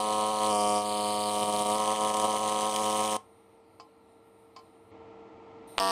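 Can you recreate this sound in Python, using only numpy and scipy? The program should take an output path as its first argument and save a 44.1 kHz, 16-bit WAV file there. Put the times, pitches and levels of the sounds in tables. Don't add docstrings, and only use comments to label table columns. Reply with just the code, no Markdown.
import sys
import numpy as np
from scipy import signal
from scipy.fft import rfft, irfft
from scipy.io import wavfile
from scipy.ndimage import map_coordinates

SR = 44100
rng = np.random.default_rng(int(sys.argv[2]) if len(sys.argv) > 2 else 0)


def store_wav(level_fs):
    pcm = np.round(np.clip(np.atleast_2d(level_fs), -1, 1) * 32767)
    wavfile.write(sys.argv[1], SR, pcm.T.astype(np.int16))


N = 260631
TIME = np.arange(N) / SR
TOP_TREBLE_HZ = 10800


def from_db(db):
    return 10 ** (np.asarray(db) / 20)


def curves(rows, at=TIME):
    t_s, *columns = np.transpose(rows)
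    return [np.interp(at, t_s, c) for c in columns]


def through(x, response):
    return signal.fftconvolve(x, response / np.linalg.norm(response))[:N]


def coloured(x, spectrum, size=4096):
    hz, db = np.transpose(spectrum)
    grid_hz = np.maximum(np.arange(size // 2 + 1) * SR / size, 1)
    gain = from_db(np.interp(np.log(grid_hz), np.log(hz), db))
    cepstrum = irfft(np.log(gain))
    fold = np.r_[1, np.full(size // 2 - 1, 2), np.zeros(size // 2)]
    return through(x, irfft(np.exp(rfft(cepstrum * fold))))


def shelf(x, kind, edge_hz, gain_db):
    band = signal.sosfiltfilt(signal.butter(2, edge_hz, kind, fs=SR, output="sos"), x + 1e-18)
    return x + (from_db(gain_db) - 1) * band


def resonance(x, hz, width_hz, block=256):
    r = np.exp(-np.pi * width_hz / SR)
    zeros = [(1 - r * r) / 2, 0, (r * r - 1) / 2]
    out, state = np.zeros(N), np.zeros(2)
    for i in range(0, N, block):
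        poles = [1, -2 * r * np.cos(2 * np.pi * hz[i] / SR), r * r]
        out[i:i + block], state = signal.lfilter(zeros, poles, x[i:i + block], zi=state)
    return out


def clicks(times_s, heights, size=8):
    index = np.floor(times_s * SR).astype(int)[:, None] + np.arange(1 - size, size + 1)
    offset = index - times_s[:, None] * SR
    shapes = heights[:, None] * np.sinc(offset) * np.sinc(offset / size)
    return np.bincount(np.maximum(index, 0).ravel(), shapes.ravel(), N)[:N]


def pulse_train(times_s, rms_db):
    return clicks(times_s, from_db(rms_db) * np.sqrt(SR * np.mean(np.diff(times_s))))


def reversals(span_s, ac_hz, long_half_s):
    cycles = np.cumsum(ac_hz) / SR
    starts_s = np.interp(np.arange(*np.interp(span_s, TIME, cycles)), cycles, TIME)
    flips_s = starts_s + 1 / np.interp(starts_s, TIME, ac_hz) - long_half_s
    times_s = np.column_stack([starts_s, flips_s]).ravel()
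    times_s = times_s[times_s < span_s[1]]
    return times_s, (-1) ** np.arange(len(times_s))


def torch_hold(at=TIME, shift_s=.05):
    # start/s, unrest/0-1, snap re thump/dB, bass/dB, low sizzle/dB,
    # depth in corner/0-1, lifted f/Hz, swallowed f/Hz, top treble/dB
    holds = [(0, 0.53, -15, -2.5, -2.5, 0.49, 4230, 5160, -3),
             (.48, 0.2, -12.5, 1, -9.5, 0.46, 4750, 4050, -5.5),
             (.83, 0.26, -12, 3, -2, 0.9, 4480, 5720, 1.5),
             (1.3, 0.8, -12, 2.5, -5.5, 0.33, 3800, 5900, 1.5),
             (1.76, 1, -15.5, -2, 1, 0.47, 6140, 5580, -2), (2.719, 0.72, -15, 0, 1.5, 0.26, 6495, 4570, 1)]
    start_s, *columns = np.transpose(holds)
    moved = np.clip((at[:, None] - start_s[1:]) / shift_s + 1 / 2, 0, 1)
    return [c[0] + moved @ np.diff(c) for c in columns]


def flicker(half_width_s=.014):
    # t/s, thump change/dB, rate change/Hz
    flickers = [(.314, 0, 2.02), (1.462, -4, 0.097), (1.519, -3, -0.02), (1.643, -3.5, 0.079),
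                (1.944, -1.5, 1.28), (1.991, -2.5, -0.43), (2.123, -3.5, -0.25), (2.245, 2.5, -0.55),
                (2.272, -3, 1.98), (2.387, -2, -0.14), (2.425, -2.5, 1.8), (2.625, 2, 0.05),
                (2.685, -0.5, 0.98), (2.804, 1, 1.56), (3.06, 1, 1.58)]
    t_s, change_db, surge_hz = np.transpose(flickers)
    bells = np.exp(-np.minimum(np.abs(TIME[:, None] - t_s) / half_width_s, 10) ** 2)
    return bells @ change_db, bells @ surge_hz


def sizzle(times_s, level_db, puff_s):
    t = TIME[:512]
    puff = t / puff_s * np.exp(-t / puff_s) + .018 * np.exp(-t / .0035)
    puff_energy = from_db(level_db) ** 2 * SR * np.mean(np.diff(times_s))
    energy = np.bincount((times_s * SR).astype(int), puff_energy, N)[:N]
    power = signal.fftconvolve(energy, puff / puff.sum())[:N]
    return np.sqrt(np.abs(power)) * rng.standard_normal(N)


def snap(times_s, level_db, colours, heat_lead_s):
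    hz, *polarity_db = np.transpose(colours)
    out = 0
    for k, db in enumerate(polarity_db):
        edges = pulse_train(times_s[k::2] - k * heat_lead_s, level_db[k::2])
        out = out + coloured(edges, np.column_stack([hz, db]))
    return out / np.sqrt(2)


def corner(x, lift_db=7):
    *_, depth, lifted_hz, swallowed_hz, top_db = torch_hold()
    depth = np.clip(depth, 0, 1)
    x = shelf(x, "high", TOP_TREBLE_HZ, top_db)
    x = x - depth * resonance(x, swallowed_hz, width_hz=1500)
    return x + depth * from_db(lift_db) * resonance(x, lifted_hz, width_hz=650)


def first_arc(hop_db=1.5, hop_chance=.2, scatter_db=.9, spit_db=4, lean_db=1.5,
              roar_db=-21, restless_roar_db=7, crackle_db=-1):
    # t/s, f/Hz
    ac_rate = [(.5, 106.48), (.525, 104.05), (.82, 104.08), (.85, 104.45), (1.71, 104.4), (1.75, 106.47)]
    # t/s, thump/dB, sizzle/dB
    strength = [(0, -29, -39.5), (0.22, -28, -38.5), (0.385, -29.5, -39), (0.44, -26.5, -36),
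                (0.77, -26, -36), (0.83, -32, -41.5), (1.08, -30, -39.5), (1.25, -31, -40),
                (1.45, -29, -37.5), (1.85, -28.5, -38.5), (2.22, -27.5, -38.5), (2.52, -29, -38),
                (2.74, -30.5, -38), (2.96, -28, -37), (3.15, -30.5, -37)]
    # f/Hz, level/dB
    thump_colour = [(40, -40), (100, -11.5), (210, -10.5), (320, -11), (430, -7), (530, -5), (635, -0.5),
                    (740, -1.5), (835, -6.5), (950, -3), (1060, -2), (1260, -11.5), (1450, -34),
                    (3000, -37.5), (6000, -62.5)]
    # f/Hz, level/dB
    sizzle_colour = [(900, -21.5), (1500, -8.5), (2200, -1.5), (2640, -4), (3100, 7), (3550, 1), (4830, -1),
                     (6100, -1), (7240, -4), (8300, 3.5), (9700, 2.5), (10600, -11.5), (14600, -14.5),
                     (16000, -31)]
    # f/Hz, stripping/dB, heating/dB
    snap_colour = [(1500, -35, -26.5), (1900, -21.5, -20.5), (2370, -7, -5.5), (2650, -22, -13),
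                   (3080, 3.5, -7), (3400, -14.5, -17.5), (4000, -21, -24), (4800, -17, -19),
                   (5600, -23, -24), (6300, -17.5, -25), (7300, -35, -27), (8550, -23, -6),
                   (8950, -9.5, -8.5), (9670, 0, -12), (10060, -16, -4.5), (10500, -31.5, -21.5),
                   (11000, -22.5, -21.5), (11700, -38, -33.5), (16000, -42.5, -40)]
    # t/s, level re sizzle/dB
    spits = [(1.385, 3), (1.442, 1), (1.596, 4), (1.701, 6.5), (1.814, 2), (2.049, 5), (2.086, 1),
             (2.143, 5), (2.171, 4.5), (2.199, 8.5), (2.583, 0), (2.762, 9), (3.036, 2)]

    flicker_db, surge_hz = flicker()
    ac_hz = curves(ac_rate)[0] + surge_hz
    times_s, polarity = reversals(span_s=(.0015, 3.166), ac_hz=ac_hz, long_half_s=.005375)
    change_db = np.interp(times_s, TIME, flicker_db)
    thump_db, sizzle_db = curves(strength, times_s)
    thump_db += change_db
    sizzle_db += .72 * change_db
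    unrest, snap_re_thump_db, *_ = torch_hold(times_s)
    unrest = np.clip(unrest, 0, 1)
    _, _, bass_db, low_sizzle_db, *_ = torch_hold()
    level_jitter, time_jitter, snap_jitter = rng.standard_normal((3, len(times_s)))
    spot = (-1) ** np.cumsum(rng.random(len(times_s)) < hop_chance)
    flutter_db = unrest * (hop_db * spot + scatter_db * level_jitter)

    swell = pulse_train(times_s + 25e-6 * unrest * time_jitter, thump_db + flutter_db)
    roar = sizzle(times_s, thump_db + roar_db + restless_roar_db * unrest, puff_s=.00067)
    thumps = shelf(coloured(swell + roar, thump_colour), "low", edge_hz=450, gain_db=bass_db)

    spitting_db = spit_db * np.sqrt(unrest) * rng.uniform(-.79, 1, len(times_s))
    spitting_db += lean_db * unrest * polarity
    for t_s, db in spits:
        spitting_db[np.argmin(np.abs(times_s - t_s))] = db
    puffs = sizzle(times_s + .00015, sizzle_db + spitting_db, puff_s=.00048)
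    crackle = shelf(coloured(puffs, sizzle_colour), "low", edge_hz=3600, gain_db=low_sizzle_db)

    snap_db = thump_db + snap_re_thump_db + flutter_db / 2 + scatter_db * snap_jitter
    snaps = snap(times_s + .0005, snap_db, snap_colour, heat_lead_s=30e-6)
    return thumps + corner(snaps + from_db(crackle_db) * crackle)


def fan():
    # t/s, rush/dB, hum/dB
    levels = [(0, -55.5, -51), (3.3, -60.5, -59), (4.1, -61.5, -59), (4.905, -59, -57.5),
              (4.918, -53.5, -49), (5.4, -53.5, -50.5), (5.91, -51.5, -49)]
    # f/Hz, relative density/dB
    rush_colour = [(18, -59.5), (30, -34.5), (101, -8), (150, -19.5), (311, -7), (421, -13), (451, -6),
                   (484, -14), (869, -11.5), (1150, -19.5), (1320, -16.5), (1490, -32), (2060, -24.5),
                   (5900, -45), (8000, -50.5), (10400, -60.5), (17600, -120)]
    # f/Hz, level re hum/dB
    tones = [(100.5, -34.5), (199.7, -16), (323, -12), (453.3, -4), (645.5, -19), (779, -19.5),
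             (907, -15.5), (1361, -20)]
    rush_db, hum_db = curves(levels)
    waver_rad = .0015 * np.cumsum(rng.standard_normal((len(tones), N)), axis=1)
    hum = sum(np.sqrt(2) * from_db(db) * np.sin(2 * np.pi * hz * TIME + slip)
              for (hz, db), slip in zip(tones, waver_rad))
    rush = coloured(rng.standard_normal(N), rush_colour)
    return from_db(rush_db) * rush + from_db(hum_db) * hum


def shielding_gas(gain_db=2.5, flutter_db=1.2, flutter_hz=14, bounce_gain=.55, sound_m_per_s=343):
    # f/Hz, width/Hz, level/dB
    cup_modes = [(4080, 990, -3.5), (9100, 1600, -2.5), (11900, 1600, -9)]
    # t/s, level/dB, bounce detour/m, top treble/dB
    swish = [(3.3, -77.5, .113, -2), (3.55, -77.5, .113, -3), (3.63, -79, 0.13, -6), (3.7, -80, 0.15, 2),
             (3.78, -78, .153, 2), (3.88, -79, 0.18, -2), (3.96, -84, .143, 3), (4.04, -81, .18, 0),
             (4.13, -75.5, 0.19, -4), (4.21, -82, .193, 0), (4.27, -78, .203, 1), (4.34, -79, .195, -2),
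             (4.42, -76.5, 0.186, 5), (4.5, -80, 0.2, 1), (4.57, -78.5, 0.15, 3), (4.67, -75, 0.2, -4),
             (4.78, -81, 0.19, -3), (4.86, -81.5, .178, 4.5), (5.67, -78, .113, -1.5)]
    swish_db, detour_m, top_db = curves(swish)

    hiss_stop_s, gush_start_s, ramp_s = 4.912, 5.672, .0077
    gush_db, fall_db_per_s = 17.5, 31
    hiss_gate = np.clip((hiss_stop_s - TIME) / ramp_s + 1 / 2, 0, 1)
    gush_age_s = np.maximum(TIME - gush_start_s, 0)
    gush = np.minimum(gush_age_s / ramp_s, 1) * from_db(gush_db - fall_db_per_s * gush_age_s)

    jet, hiss = rng.standard_normal(N), 0
    for hz, width_hz, db in cup_modes:
        flutter = np.interp(TIME * flutter_hz, np.arange(256), rng.standard_normal(256))
        centre_hz = np.full(N, hz)
        band = resonance(resonance(jet, centre_hz, width_hz), centre_hz, width_hz)
        hiss = hiss + from_db(db + flutter_db * flutter) * band
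    hiss = shelf(hiss / np.std(hiss), "high", TOP_TREBLE_HZ, top_db)
    bounce = map_coordinates(hiss, [(TIME - detour_m / sound_m_per_s) * SR])
    swept = (hiss + bounce_gain * bounce) / np.hypot(1, bounce_gain)
    return (hiss_gate + gush) * from_db(gain_db + swish_db) * swept


def clinks(crack_db=-5, crack_t60_s=.096, lowpass_hz=6500):
    # t/s, level/dB
    knocks = [(3.799, -44), (4.563, -44), (4.59, -54)]
    # f/Hz, level/dB, t60/s
    modes = [(700, -8, .1), (764, -11, .15), (845, -10, .2), (1044, -1, .22), (1150, -8, .08),
             (1260, -13, .12), (2266, -15, .12), (2600, -12, .04), (3058, -15, .12), (4200, -16, .07),
             (4520, -8, .088), (4996, -8, .11), (5550, -19, .08), (6900, -17, .07), (7700, -17, .06)]
    out, t = np.zeros(N), TIME[:SR // 2]
    for t_s, level_db in knocks:
        ring = 0
        for hz, db, t60_s in modes:
            envelope = from_db(db + rng.normal(0, 1) - 60 * t / t60_s)
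            ring = ring + envelope * np.sin(2 * np.pi * (hz * t + rng.random()))
        crack = from_db(crack_db - 60 * t / crack_t60_s) * rng.standard_normal(len(t))
        out[round(t_s * SR):][:len(t)] += from_db(level_db) * (ring + crack)
    return signal.sosfilt(signal.butter(4, lowpass_hz, fs=SR, output="sos"), out + 1e-18)


def ignition():
    # t/s, level/dB
    sparks = [(5.78, -15), (5.782, 2.5), (5.7905, -4)]
    # f/Hz, level/dB
    spark_colour = [(30, 5), (200, -5), (700, 12), (1200, 14), (1600, 2.5), (2800, 9), (4500, 3),
                    (5600, -12), (9000, -3.5), (12000, -30), (16000, -22)]
    t_s, db = np.transpose(sparks)
    return -coloured(clicks(t_s, from_db(db)), spark_colour)


def second_arc():
    # t/s, AC rate/Hz, thump/dB, sizzle/dB, snap/dB
    course = [(5.8, 96.2, -29.5, -32, -34), (5.807, 96.2, -27, -41, -37.5), (5.91, 96.2, -27.5, -40, -35.5)]
    # f/Hz, level/dB
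    thump_colour = [(40, -31), (100, -22), (290, -10.5), (480, -9.5), (580, -3), (675, 0.5), (770, -3),
                    (865, -7), (960, 0), (1160, -1), (1300, -9.5), (1500, -18), (1850, -13), (2300, -49.5)]
    # f/Hz, level/dB
    sizzle_colour = [(1100, -13), (2800, 0), (5200, 6), (7200, -12), (9000, 1), (10500, -13), (13000, -9),
                     (15500, -32)]
    # f/Hz, stripping/dB, heating/dB
    snap_colour = [(1100, -14, -21), (1780, -3, 0), (2220, -12, -11), (2700, 3, 7), (3200, 2, 6),
                   (3900, -2, -5), (4540, 11, -6), (5300, 6, 4), (5800, -10, -3), (6400, -12, -14),
                   (7440, -19, -18), (8550, 0, 7), (8900, -8, -8), (9500, -2, 3), (10100, -12, -13),
                   (13000, -14, -17), (15500, -41, -37)]
    times_s, _ = reversals(span_s=(5.7993, 5.91), ac_hz=curves(course)[0], long_half_s=.00605)
    _, thump_db, sizzle_db, snap_db = curves(course, times_s)
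    thumps = coloured(pulse_train(times_s, thump_db), thump_colour)
    snaps = snap(times_s + .00032, snap_db, snap_colour, heat_lead_s=80e-6)
    crackle = coloured(sizzle(times_s, sizzle_db, puff_s=.00048), sizzle_colour)
    return thumps + snaps + crackle


def workshop(x, t60_s=.19, band_hz=(350, 7000)):
    echoes = 0
    for k, path_s in enumerate(np.geomspace(.0047, .037, 17)):
        t = np.arange(path_s, .5, path_s)
        signs = (-1) ** (k + np.arange(len(t)) * (k // 2))
        echoes = echoes + clicks(t, signs * from_db(-60 * t / t60_s))
    response = signal.lfilter(*signal.butter(1, band_hz, "band", fs=SR), echoes[:SR // 2])
    return through(x, response)


def scene(room_db=-20):
    near = first_arc() + second_arc() + ignition() + clinks()
    return (near + from_db(room_db) * workshop(near) + fan() + shielding_gas())[None]


def record(dry, cutoff_hz=15900):
    return signal.sosfilt(signal.ellip(10, .1, 80, cutoff_hz, fs=SR, output="sos"), dry)


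dry = scene()
out = record(dry)
store_wav(out)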